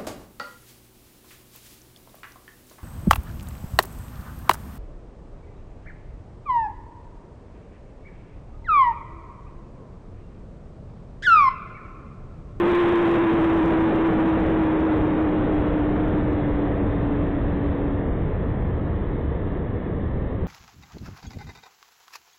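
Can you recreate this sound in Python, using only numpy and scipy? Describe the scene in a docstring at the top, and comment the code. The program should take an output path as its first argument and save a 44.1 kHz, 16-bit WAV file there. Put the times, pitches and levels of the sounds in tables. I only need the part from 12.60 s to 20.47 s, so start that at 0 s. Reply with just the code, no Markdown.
"""A small camera rides on a model rocket that coasts upward and slows down.
At first air shedding off an edge hums loudly over the roar and rumble of wind at the microphone port,
and the input overloads into flat tops. The hum, a wavering sine, falls in pitch and comes clear as the
speed drops. The roar, shaped noise, fades and grows duller; the rumble, deep noise, swells until 4.2 s
and then sinks. Near 5.4 s the hum drops in level, and it stays weak under the wind to the end."""
import sys
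import numpy as np
from scipy import signal
from scipy.fft import rfft, irfft
from scipy.io import wavfile

SR = 44100
rng = np.random.default_rng(int(sys.argv[2]) if len(sys.argv) > 2 else 0)


def transcribe(u):
    """Save the signal u as a 16-bit wav file named by the first command-line argument.

    u: samples, shape (n,) or (channels, n), limited to [-1, 1]; the rate is SR.
    q: integer samples, one column per channel.
    """
    v = np.clip(np.atleast_2d(u).T, -1, 1)
    q = np.round(v * 32767).astype(np.int16)
    wavfile.write(sys.argv[1], SR, q)


def rack_gain(trim_db):
    """Turn a fader trim in dB into the linear factor to multiply a signal by."""
    fader = np.asarray(trim_db, float)
    return 10 ** (fader / 20)


N = 347067  # samples, about 7.87 s

# The falling pitch of the hum. Each row: time in seconds, pitch in Hz.
HUM_PITCH = [(0, 350), (.35, 344.8), (.8, 329.3), (1.95, 319.3), (2.6, 308), (3.25, 298.8), (3.5, 304.6),
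             (4.07, 289.7), (5.4, 284.3), (7.87, 282)]
# Spectrum shape of the roar at the port in fast air. Each row: frequency in Hz, relative level in dB per Hz.
ROAR_FAST_SPECTRUM = [(60, -14.5), (125, -1), (155, -1.5), (195, 3), (235, -1.5), (330, 1), (480, -1.5),
                      (800, -12.5), (1500, -20), (1800, -20), (2600, -31.5), (4000, -36), (6000, -46.5)]
# The same for slow air. Each row: frequency in Hz, relative level in dB per Hz.
ROAR_SLOW_SPECTRUM = [(60, -14.5), (120, -2.5), (160, 2), (200, 1), (240, -3), (330, -3), (480, -5),
                      (800, -17), (1150, -19), (1500, -28.5), (1750, -22), (2100, -28.5), (2400, -36.5),
                      (4000, -40), (6000, -60)]
# Spectrum shape of the big eddies. Each row: frequency in Hz, relative level in dB per Hz.
RUMBLE_SPECTRUM = [(10, -14), (25, -3), (35, -3), (55, -2.5), (75, -0.5), (100, -2.5), (135, -9.5),
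                   (200, -30)]
# How finely the camera stores sound. Each row: frequency in Hz, band level over rounding step in dB.
STORAGE_FINENESS = [(0, 16.5), (500, 10.5), (1500, 1.5), (2200, -5.5), (3000, -8), (4000, -8)]

SLOWING_S = 8.87  # drag acts ever more gently: time to lose 63% of the speed that can be lost
# Levels at the start, before overload; each loss is for all the speed that can be lost.
TONE_DB, TONE_LOSS_DB = -8.5, 46
ROAR_DB, ROAR_LOSS_DB = -14, 26.5
# Below a certain speed the shedding loses its lock and the tone drops.
LET_GO_S, LET_GO_LENGTH_S, LET_GO_DB = 5.42, .05, 9
# Big eddies are strongest at middle speed.
RUMBLE_DB, RUMBLE_TOP_S, RUMBLE_SAG_DB_PER_S2 = -24.5, 4.2, .28
INPUT_TOP, INPUT_BOTTOM = .124, .135  # sizes of the upper and lower overload limits
FULL_SCALE = .14  # largest value on playback, before the hiss
STORED_SR, EDGE_HZ = 8000, 3978  # stored samples a second, and edge of the playback filter
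HISS_DB = -94

time_s = np.arange(N) / SR


def evened(x):
    """Scales a signal to an rms strength of 1."""
    return x / np.sqrt(np.mean(x ** 2) + 1e-20)


def wander(hz, above_hz=.05):
    """Random wavering of rms 1: weaker above hz, and weaker below above_hz so it does not drift."""
    f = np.fft.rfftfreq(N, 1 / SR)
    smoothing = 1 / (1 + (f / hz) ** 2)
    no_drift = f ** 2 / (f ** 2 + above_hz ** 2)
    return evened(irfft(rfft(rng.standard_normal(N)) * smoothing * no_drift, N))


def coloured(points):
    """Noise of rms 1 with the given spectrum shape, falling away beyond its ends."""
    f, db = np.transpose([(0.99, -86.5)] + list(points) + [(SR / 2, -120)])
    hz = np.fft.rfftfreq(N, 1 / SR)
    shape_db = np.interp(np.log(hz + 1), np.log(f), db)  # +1 keeps the log finite at 0 Hz
    return evened(irfft(rfft(rng.standard_normal(N)) * rack_gain(shape_db), N))


def lost():
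    """Drag slows the rocket: the share of the losable airspeed that is gone so far."""
    return 1 - np.exp(-time_s / SLOWING_S)


def tone(jitter=.014, jitter_hz=16, drift_hz=3, flutter_db=2.2, flutter_hz=14):
    """Vortices leave the edge almost regularly: a sine that wavers in pitch and strength."""
    pitch_s, pitch_hz = np.transpose(HUM_PITCH)
    hz = np.interp(time_s, pitch_s, pitch_hz) * (1 + jitter * wander(jitter_hz, drift_hz))
    loose = .5 + .5 * np.tanh((time_s - LET_GO_S) / LET_GO_LENGTH_S)  # 0 locked, 1 let go
    steady_db = TONE_DB - TONE_LOSS_DB * lost() - LET_GO_DB * loose
    level = rack_gain(steady_db + flutter_db * wander(flutter_hz, drift_hz))
    return np.sqrt(2) * level * np.sin(2 * np.pi * np.cumsum(hz) / SR)


def roar():
    """Small eddies at the port make shaped noise, which grows duller as the flight slows."""
    slowed = np.pi / 2 * np.arange(N) / N  # a blend at even power
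    noise = np.cos(slowed) * coloured(ROAR_FAST_SPECTRUM) + np.sin(slowed) * coloured(ROAR_SLOW_SPECTRUM)
    return rack_gain(ROAR_DB - ROAR_LOSS_DB * lost()) * noise


def rumble(lumpy_db=1.5, lump_hz=4):
    """Large eddies press on the diaphragm in lumps: deep noise that swells and sinks."""
    arch_db = RUMBLE_DB - RUMBLE_SAG_DB_PER_S2 * (time_s - RUMBLE_TOP_S) ** 2
    return rack_gain(arch_db + lumpy_db * wander(lump_hz, .8)) * coloured(RUMBLE_SPECTRUM)


def scene():
    """Everything the air does at the microphone, added together."""
    return (tone() + roar() + rumble())[None]


def overloaded(x):
    """The input cannot follow large pressure, so peaks are cut into flat tops."""
    return np.clip(x, -INPUT_BOTTOM, INPUT_TOP)


def stored(x, uneven_db=3, size=1024, order=16):
    """The camera stores lapped cosine blocks, rounded coarsely: flat tops come back rippled."""
    slow = signal.resample_poly(x, 80, 441)  # down to 8000 samples a second
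    count = len(slow) // size + 3
    n, k = np.arange(2 * size) + .5, np.arange(size) + .5
    window = np.sin(np.pi * n / 2 / size)
    cosines = np.cos(np.pi / size * np.outer(k, n + size / 2))
    basis = window * cosines * np.sqrt(2 / size)
    halves = np.pad(slow, (size, (count - 1) * size - len(slow))).reshape(count, size)
    blocks = np.hstack([halves[:-1], halves[1:]])  # each block shares half with the next
    lines = (blocks @ basis.T).reshape(count - 1, -1, order)  # bands of neighbouring frequencies
    hz = (np.arange(size // order) + .5) * order * STORED_SR / 2 / size
    fineness_db = np.interp(hz, *np.transpose(STORAGE_FINENESS))
    fineness_db = fineness_db + uneven_db * rng.standard_normal(lines.shape[:2])
    band_rms = np.sqrt((lines ** 2).mean(2, keepdims=True) + 1e-12)
    step = band_rms / rack_gain(fineness_db)[..., None]
    kept = step * np.sign(lines) * np.floor(abs(lines) / step + .4)  # weak lines drop out
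    blocks = kept.reshape(count - 1, size) @ basis
    joined = (blocks[:-1, size:] + blocks[1:, :size]).ravel()
    samples = np.clip(joined, -FULL_SCALE, FULL_SCALE)
    smooth = signal.firwin(32 * 441 + 1, EDGE_HZ, window=("kaiser", 9), fs=STORED_SR * 441)
    return signal.resample_poly(samples, 441, 80, window=smooth)[:N]


def hiss():
    """Faint, even random noise under everything."""
    return rack_gain(HISS_DB) * rng.standard_normal(N)


def roll_off(x):
    """The treble ends steeply here."""
    return signal.sosfilt(signal.butter(12, 15800, fs=SR, output="sos"), x)


def record(dry):
    """The input clips and is stored; ripples between samples overshoot full scale and tick on playback."""
    rippled = stored(overloaded(dry[0]))
    played = np.clip(rippled, -FULL_SCALE, FULL_SCALE)
    mix = played + hiss()
    return roll_off(mix[None])


dry = scene()
out = record(dry)
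transcribe(out)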